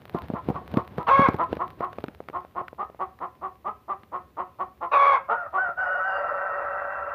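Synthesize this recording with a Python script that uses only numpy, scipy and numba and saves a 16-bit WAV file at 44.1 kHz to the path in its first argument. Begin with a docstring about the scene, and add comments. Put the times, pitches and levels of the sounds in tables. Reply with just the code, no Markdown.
"""A hen lays an egg in a small coop, the microphone close by in the nest. She clucks hoarsely four to five times
a second and squawks twice, by uneven pulses of her syrinx through throat resonances; two thin whines among the last
clucks lead to a long moan, whose harmonics split into the sum and difference tones of a two-voiced rasp.
Soft thuds, ticks, rustle and crackles of the nest's sacking sound right at the microphone, mostly early on.
The boards of the coop echo the voice briefly, over a faint steady rumble and hiss."""
import sys
import numpy as np
from scipy import signal
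from scipy.fft import rfft, irfft
from scipy.io import wavfile
from scipy.ndimage import uniform_filter1d
from numba import njit

SR = 44100
rng = np.random.default_rng(int(sys.argv[2]) if len(sys.argv) > 2 else 0)


def log_audio(samples):
    """Write samples as a 16-bit WAV file to the path given in sys.argv[1]."""
    # one column per channel
    frames = np.atleast_2d(samples).T
    # limit to full scale, then quantise
    limited = np.clip(frames, -1, 1)
    pcm = np.round(limited * 32767).astype(np.int16)
    wavfile.write(sys.argv[1], SR, pcm)


N = 314874
T = np.arange(N) / SR  # s

# pitch line of the long moan, which wavers, then tightens slowly: time_s, pitch_hz
MOAN_PITCH = [(5.765, 710.8), (5.815, 757.5), (5.86, 721), (5.92, 748.2), (5.96, 718), (6.06, 765),
              (6.2, 761.8), (6.7, 763.6), (7.14, 778.4)]
MOAN_START_S, MOAN_ATTACK_S = MOAN_PITCH[0][0], 0.025
SPLIT_AT_S = 6.15  # the second side of the syrinx is half joined in

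# bumps at the microphone, before their common colouring: time_s, thud_level_db, thud_pitch_hz, tick_level_db
NEST_BUMPS = [(0.146, -7.5, 175, -46), (.301, -12.5, 243, -52), (.337, -12, 210, -40), (.487, -6, 292, -35),
              (0.501, -7.5, 200, -41), (.614, -26.5, 178, -55), (.74, -9.5, 212, -26),
              (.771, -1.5, 255, -22), (0.982, -9.5, 187, -27), (1.083, -17.5, 221, -29),
              (1.193, 0, 239, -23), (1.217, -11.5, 220, -23), (1.286, -3, 227, -22.5),
              (1.343, -11.5, 165, -29), (1.529, -8, 468, -25.5), (1.569, -18.5, 490, -32.5),
              (1.807, -12, 496, -33.5), (1.93, -34, 668, -32), (1.985, -16.5, 540, -33.5),
              (2.04, -14, 366, -23.5), (2.083, -21, 260, -31), (2.204, -19.5, 493, -48),
              (2.286, -25.5, 618, -27.5), (2.299, -24, 398, -37), (2.449, -27.5, 650, -46),
              (2.614, -19, 657, -59), (2.682, -36, 694, -29.5), (2.73, -25.5, 531, -58),
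              (2.899, -29, 535, -51), (2.947, -31, 620, -57), (3.189, -52, 500, -39),
              (4.034, -36.5, 294, -40), (5.691, -24.5, 740, -60)]


def undb(db):
    """Decibels to gain."""
    return 10 ** (np.asarray(db) / 20)


def unit(x):
    """Scale to rms 1."""
    return x / np.sqrt(np.mean(x ** 2) + 1e-18)


def steady(x, size=900):
    """Scale so that the running rms over `size` samples is about 1."""
    return x / np.sqrt(np.abs(uniform_filter1d(x ** 2, size)) + 1e-12)


def curves(rows, t):
    """The columns of a table, joined by straight lines along the first."""
    s, *columns = np.transpose(rows)
    return [np.interp(t, s, c) for c in columns]


def colour(x, points, size=8192):
    """Causal minimum-phase filter through (Hz, dB) points."""
    hz, db = np.transpose(points)
    bins = np.maximum(np.fft.rfftfreq(size, 1 / SR), 1)
    cepstrum = irfft(np.log(undb(np.interp(np.log(bins), np.log(hz), db))))
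    # folding the cepstrum forward in time makes the response causal
    cepstrum[1:size // 2] *= 2
    cepstrum[size // 2 + 1:] = 0
    response = irfft(np.exp(rfft(cepstrum)))
    return signal.fftconvolve(x, response)[:len(x)]


def resonance(x, hz, width_hz):
    """Two-pole band-pass, gain 1 at the centre."""
    return signal.lfilter(*signal.iirpeak(hz, hz / width_hz, fs=SR), x)


@njit
def moving_resonance(x, hz, width_hz):
    """State-variable band-pass whose centre moves, gain 1 at the centre."""
    y, band, low = np.empty(len(x)), 0., 0.
    for i in range(len(x)):
        g, k = np.tan(np.pi * hz[i] / SR), width_hz / hz[i]
        v = (band + g * (x[i] - low)) / (1 + g * (g + k))
        band, low, y[i] = 2 * v - band, low + 2 * g * v, k * v
    return y


def wander(t, rate):
    """Random values, `rate` a second, joined by lines."""
    values = rng.standard_normal(8192)
    place = (t - t[0]) * rate
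    return 1.2 * np.interp(place, np.arange(len(values)), values)


def envelope(t, start, length, attack_s, release_s):
    """Rise, hold and fall, 0-1."""
    rise, fall = (t - start) / attack_s, (start + length - t) / release_s
    return np.clip(np.minimum(rise, fall), 0, 1)


def syrinx(t, hz, rough, jitter, shimmer, doubling, air_db, count=16):
    """Membrane pulses of uneven period and size, alternately strong and weak, with a puff of air in each cycle."""
    phase = 2 * np.pi * np.cumsum(hz * (1 + jitter * rough * wander(t, 450))) / SR
    # the windpipe delays each harmonic differently, which spreads a pulse over its cycle
    pulses = unit(sum(np.cos(k * phase + k * k / 2) for k in range(1, count + 1)))
    strength = 1 + rough * (shimmer * wander(t, 500) + doubling * np.cos(phase / 2))
    air = rng.standard_normal(len(t)) * (1 + .5 * np.cos(phase))
    return pulses * strength + undb(air_db) * rough * air


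def clucks():
    """Each cluck is one short push: the voice snaps on low, rises, swells and droops; treble opens at its height."""
    # single clucks: centre_s, length_s, pitch_hz at the centre, level_db
    cluck_rows = [(0.173, 0.075, 345.6, -36.5), (.368, 0.053, 339, -32), (0.566, 0.052, 360.7, -32.5),
                  (0.787, 0.067, 365, -30.5), (1.007, 0.066, 342.5, -33.5), (1.413, 0.062, 337.4, -21),
                  (1.618, .059, 368, -25.5), (1.839, 0.075, 373.8, -28), (2.362, 0.069, 366, -30),
                  (2.586, 0.071, 373.2, -29), (2.813, .066, 402.6, -29), (3.021, 0.062, 386.8, -28),
                  (3.234, .067, 352.2, -30.5), (3.45, .075, 387.5, -31), (3.677, .065, 406, -28),
                  (3.912, .065, 400.2, -28), (4.153, 0.073, 368, -30.5), (4.401, 0.07, 364.3, -28.5),
                  (4.615, .055, 374.7, -27.5), (4.841, 0.072, 348, -27.5), (5.32, 0.075, 467, -23.5),
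                  (5.564, .075, 396.4, -25)]
    # throat of the clucking hen: frequency_hz, level_db
    throat = [(120, -37), (205, -10), (290, -13.5), (390, -9.5), (560, -10), (780, -4), (1030, -1.5),
              (1220, -0.5), (1380, -9.5), (1580, -26), (1830, -19), (2500, -36), (2900, -35), (3500, -42),
              (6000, -66), (8000, -89.5)]
    # a tighter voice is cleaner: pitch_hz, roughness (0-1)
    roughness = [(370, 0.93), (467, 0.63)]
    # bass of the clucks, thinner in the later ones: time_s, level_db
    bass = [(2.4, -0.5), (3.4, 2), (4.4, -2), (5.3, -10)]
    climb, arch = 0.1605, .75  # shares of the pitch: climb over a cluck, and how far its ends hang down
    out = np.zeros(N)
    for centre, length, hz, db in cluck_rows:
        rough, = curves(roughness, hz)
        span = np.abs(T - centre) < .7 * length
        t = T[span]
        u = (t - centre) / length  # place in the cluck, in lengths from its centre
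        push = np.exp(-np.abs(u / 0.35) ** 2.2)
        onset = np.clip((u + .52) * length / .003, 0, 1)
        pitch = hz * (1 + climb * u - arch * u ** 2 + .025 * wander(t, 50))
        source = syrinx(t, pitch, rough, jitter=.04, shimmer=.5, doubling=.9, air_db=-5)
        bass_db, = curves(bass, centre)
        voice = colour(colour(source, throat), [(210, bass_db), (350, bass_db / 2), (650, 0.0048)])
        # the throat resonance sweeps up to the third harmonic as the beak opens, and back down
        throat_hz = 3 * hz * np.maximum(1 - 1.8 * (u - .1) ** 2, .5)
        voice = voice + 0.77 * moving_resonance(voice, throat_hz, 200.0)
        closed = colour(voice, [(1300, -3), (2200, -15.0), (5000, -14.5)])
        opening = push * voice + (1 - push) * closed
        out[span] += undb(db) * onset * push * steady(opening, size=400)
    return out


def squawks():
    """Loud held cries that bend in, break up at both ends, sag as the push ends and turn brighter where rough."""
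    # single squawks: start_s, length_s, pitch_hz at mid-length, glide_hz_per_s,
    # scoop (opening dip as a share of the pitch, negative is upward), level_db at mid-length, swell_db_per_s,
    # roughness (0-1) while held, beak_hz at the start, sink_s (time the beak resonance takes to sink)
    squawk_rows = [(1.065, .232, 550.1, 151.5, .18, -17, 9, 0.21, 3010, .04),
                   (4.912, 0.28, 559, -39.5, -.08, -18.5, 1.5, .5, 2620, 0.078)]
    # throat of the squawking hen: frequency_hz, level_db
    throat = [(200, -50.5), (400, -18), (530, -10.5), (770, -6), (1130, -3.5), (1400, -8.5), (1750, -20.5),
              (2250, -19), (2600, -30), (3000, -38.5), (3450, -30.5), (4100, -46.5), (4500, -43),
              (5100, -54), (6000, -50.5), (7500, -89)]
    scoop_at_s, scoop_width_s = .024, .012  # when the opening scoop is deepest
    sag = 0.24  # share of the pitch lost as the push ends
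    break_s, break_rough = .035, .85  # length and roughness of the broken ends
    low_beak_hz, upper_ratio = 2218, 1.47  # where the beak resonance sinks to; a weaker one moves above it
    beak_flare = 1.5  # extra ring of the beak while it is wide open
    out = np.zeros(N)
    for start, length, hz, glide, scoop, db, swell, held_rough, open_hz, sink_s in squawk_rows:
        span = (T > start) & (T < start + length)
        t = T[span]
        age, left = t - start, start + length - t
        dip = scoop * np.exp(-((age - scoop_at_s) / scoop_width_s) ** 2)
        dip = dip + sag * np.exp(-(left / break_s) ** 2)
        pitch = (hz + glide * (age - length / 2)) * (1 - dip)
        broken = np.exp(-(np.minimum(age, left) / break_s) ** 4)
        rough = held_rough + (break_rough - held_rough) * broken
        gape = np.exp(-(age / sink_s) ** 2)
        beak_hz = low_beak_hz + (open_hz - low_beak_hz) * gape
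        source = syrinx(t, pitch, rough, jitter=.05, shimmer=.7, doubling=.6, air_db=5)
        # turbulent air buries the upper harmonics in rasp
        source = source + 1.3 * resonance(rng.standard_normal(len(t)), 4000, 2600)
        voice = colour(source, throat)
        beak = moving_resonance(moving_resonance(voice, beak_hz, 430.0), beak_hz, 430.0)
        upper_hz = upper_ratio * beak_hz
        upper = moving_resonance(moving_resonance(voice, upper_hz, 350.0), upper_hz, 350.0)
        ring = rough * (1 + beak_flare * gape) * (2.1 * beak + 1.3 * upper)
        voice = voice + 0.87 * resonance(voice, 1120, 140) + ring
        gain = undb(db + swell * (age - length / 2) - 1.5 * broken)
        gain = gain * envelope(t, start, length, attack_s=0.02, release_s=0.06)
        out[span] += gain * steady(voice)
    return out


def two_voices(t, hz, share):
    """A thin held note; as the second side of the syrinx joins in, sum and difference tones turn it into a rasp."""
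    # harmonics of the thin note: multiple, level_db
    harmonics = [(1, -3.5), (2, 3.5), (3, -32.5), (4, -36)]
    # faint top harmonics that come and go: multiple, level_db
    sheen = [(5, -50.5), (7, -51), (8, -52)]
    # tones of the two coupled voices: multiple of the first, multiple of the second, level_db
    combinations = [(0, 1, -0.5), (1, 1, 0.5), (1, 2, -13.5), (0, 2, -11.5), (2, -1, -13.5)]
    # throat that colours the rasping air: frequency_hz, level_db
    throat = [(180, -59.5), (420, -25.5), (570, -7.5), (680, -8), (800, -11.5), (1180, -10), (1340, -4),
              (1520, -13), (1680, -22.5), (1880, -13), (2100, -32.5), (2720, -35.5), (2950, -49.5),
              (7000, -75)]
    second_hz = 571
    # the second voice keeps catching and letting go
    share = np.clip(share + .1 * wander(t, 22), 0, 1)
    rough = 0.15 + .7 * share  # the first voice by itself is slightly rough
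    first = 2 * np.pi * np.cumsum(hz * (1 + 0.0487 * rough * wander(t, 350))) / SR
    second = 2 * np.pi * np.cumsum(second_hz * (1 + .017 * wander(t, 300))) / SR
    clear = sum(undb(d) * np.sin(round(k) * first) for k, d in harmonics)
    clear = clear + sum(undb(d) * wander(t, 65) * np.sin(round(k) * first) for k, d in sheen)
    # each combination tone flares and fades by itself
    split = sum(undb(d + 3.8 * wander(t, 44.86)) * np.sin(round(k) * first + round(m) * second)
                for k, m, d in combinations)
    # air escapes in puffs at the beat between the two sides
    puffs = rng.standard_normal(len(t)) * (1 + np.cos(first - second))
    rasp = unit(colour(puffs, throat))
    voice = (1 - 0.74 * share) * clear + share * split
    voice = voice * (1 + 0.35 * rough * wander(t, 400))
    return steady(steady(voice, size=4000) + rough * rasp, size=1800)


def moan():
    """One long note that starts fairly clear, splits into two voices and fades slowly."""
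    level_db, fade_db_per_s = -27.5, 5
    share_before, share_after = 0.25, 0.854  # mean share of the second voice, 0-1
    span = T > MOAN_START_S
    t = T[span]
    age = t - MOAN_START_S
    hz, = curves(MOAN_PITCH, t)
    split = (1 + np.tanh((t - SPLIT_AT_S) / 0.037)) / 2
    gain = undb(level_db - fade_db_per_s * age) * np.minimum(age / MOAN_ATTACK_S, 1)
    out = np.zeros(N)
    out[span] = gain * two_voices(t, hz, share_before + (share_after - share_before) * split)
    return out


def overtone():
    """Thin, slightly grainy whistles ride on the moan, flare where the voice splits and sink in pitch."""
    # whistles above the moan: pitch_hz before sinking, level_db before the flare, fade_db_per_s after the split
    whistles = [(2850, -60, 0), (4780, -77.5, 17.5)]
    sink_hz, sink_s = 160, .22
    flare_db, flare_s = 10.5, 0.07
    since = T - SPLIT_AT_S
    # the pitch begins to sink as the flare builds up
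    sunk_hz = sink_hz * (1 - np.exp(-np.maximum(since + flare_s, 0) / sink_s))
    attack = np.clip((T - MOAN_START_S) / MOAN_ATTACK_S, 0, 1)
    gain = undb(flare_db * np.exp(-(since / flare_s) ** 2)) * attack
    out = np.zeros(N)
    for hz, db, fade in whistles:
        phase = 2 * np.pi * np.cumsum((hz - sunk_hz) * (1 + .01 * wander(T, 400))) / SR
        grain = 1 + 0.5 * wander(T, 90)
        out += undb(db - fade * np.maximum(since, 0)) * np.sin(phase) * grain
    return gain * out


def whines():
    """Short notes: the pitch arches over a clear crest, the voice frays off it and the level fades."""
    # single whines: start_s, length_s, crest_s, crest_pitch_hz, arch_width_s, level_db at the crest,
    # fade_db_per_s, share of the second voice at the crest (0-1)
    whine_rows = [(5.282, 0.21, 5.365, 721, .095, -32.5, 40.5, 0.25),
                  (5.572, 0.17, 5.622, 766.7, .04, -26.5, 69.5, 0)]
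    arch = 0.11  # share by which the pitch lies lower off the crest
    fray = .3  # how much the share of the second voice grows off the crest
    out = np.zeros(N)
    for start, length, crest, hz, width, db, fade, share in whine_rows:
        span = (T > start) & (T < start + length)
        t = T[span]
        slack = 1 - np.exp(-((t - crest) / width) ** 2)
        gain = undb(db - fade * (t - crest)) * envelope(t, start, length, attack_s=0.014, release_s=0.032)
        out[span] += gain * two_voices(t, hz * (1 - arch * slack), share + fray * slack)
    return out


def coop(x, early_db, early_s, tail_db, t60, size=26000):
    """Near boards scatter the first echoes; a short tail follows."""
    # what the boards give back: frequency_hz, level_db
    boards = [(100, -7.5), (400, -2), (800, -2.5), (1130, -2), (1600, -1.5), (3000, -2.5), (8000, -14.5)]
    t = np.arange(size) / SR
    early, tail = (colour(rng.standard_normal(size), boards) for _ in range(2))
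    early = unit(early * np.exp(-t / early_s) * (t > .002))
    tail = unit(tail * undb(-60 * t / t60) * (t > .012))
    response = (t == 0) + (undb(early_db) * early + undb(tail_db) * tail) / np.sqrt(size)
    # the boards are irregular and favour no pitch: narrow humps and dips are evened out
    power = np.abs(rfft(response)) ** 2
    even_db = 10 * np.log10(uniform_filter1d(power, size=600) / uniform_filter1d(power, size=30))
    response = colour(response, np.column_stack([np.fft.rfftfreq(size, 1 / SR), even_db])[1:])
    return signal.fftconvolve(x, response)[:N]


def bumps(size=6000):
    """A bump is a heavily damped thud, a lower and longer wobble of the body, and a dry tick on contact."""
    shake_colour = [(40, -29.5), (80, 1.0), (400, -2.5), (800, -9), (2500, -42.5)]
    tick_colour = [(300, -17), (1200, 6.0), (2500, -3.5), (4500, -9.5), (7000, -21.0), (14000, -12.0)]
    out, t = np.zeros(N + size), np.arange(size) / SR
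    for s, db, hz, tick_db in NEST_BUMPS:
        # the lower the thud, the more the body wobbles: -5 dB against a 207 Hz thud, 8 dB less per octave up
        body_db = -5 - 8 * np.log2(hz / 207)
        thud = -np.sin(2 * np.pi * hz * t) * np.exp(-t * hz / 0.57)
        body_hz = 110 * (1 + 0.092 * rng.standard_normal())
        body = np.sin(2 * np.pi * body_hz * t) * np.exp(-t / 0.0036)
        shake = unit(colour(rng.standard_normal(size), shake_colour)) * np.exp(-t / 0.011)
        tick = unit(colour(rng.standard_normal(size), tick_colour)) * np.exp(-t / 0.0019)
        sound = undb(db) * (thud + undb(body_db) * (body + 0.3 * shake)) + undb(tick_db) * tick
        start = int(s * SR)
        out[start:start + size] += sound
    return colour(out[:N], [(30, -22.0), (70, -5.5), (900, 3.5), (2500, -1.5), (8000, -17.5)])


def nest():
    """Shifting feathers and sacking: a low rumble that swells around every bump, and sparse crackles."""
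    # the nest settles: time_s, level_db of its rustle
    settling = [(0, -46), (2.1, -52), (2.6, -63), (4.5, -69.5)]
    rumble_colour = [(38, -30.5), (70, 4.5), (220, -2.5), (500, -8), (1200, -18), (4000, -33.5), (7000, -56.5)]
    crackle_colour = [(200, -3.5), (600, 12.5), (2000, 5), (4000, -4.0), (7000, -28.5), (14000, -12)]
    swell_db, swell_s = -38, 0.042  # rustle before and after a bump, against its thud; how fast it dies away
    db, = curves(settling, T)
    swells = sum(undb(thud_db + swell_db) * np.exp(-np.abs(T - s) / swell_s) for s, thud_db, _, _ in NEST_BUMPS)
    stir = undb(db) + swells
    rumble = unit(colour(rng.standard_normal(N), rumble_colour))
    # about 120 grains a second, most of them faint
    grain_gain = undb(np.minimum(8 * rng.exponential(size=N), 24))
    grains = (rng.random(N) < 120 / SR) * rng.choice([-1, 1], N) * grain_gain
    crackle = unit(colour(grains, crackle_colour))
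    flutter = undb(3.5 * wander(T, 25) - 2.5)
    return stir * flutter * rumble + undb(db - 7.5) * crackle


def background():
    """A faint steady rumble and hiss: noise through a fixed colour."""
    # colour of the floor: frequency_hz, level_db
    floor_colour = [(25, -37), (45, -21), (68, 3), (110, -6.5), (200, -9.5), (550, -17), (1200, -27.5),
                    (2500, -29.5), (8000, -44.5), (15000, -35.5)]
    return undb(-58) * unit(colour(rng.standard_normal(N), floor_colour))


def scene():
    """The hen in the coop, the nest at the microphone, the faint floor beneath."""
    hen = clucks() + squawks() + whines() + moan() + overtone()
    hen_in_coop = coop(hen, early_db=-8.5, early_s=0.013, tail_db=-18.5, t60=0.3)
    return (hen_in_coop + bumps() + nest() + background())[None]


def record(dry):
    """The recorder cuts the top, steeply above 15.2 kHz."""
    low_pass = signal.ellip(10, .2, 70, 15200, fs=SR, output="sos")
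    return signal.sosfilt(low_pass, dry)


dry = scene()
out = record(dry)
log_audio(out)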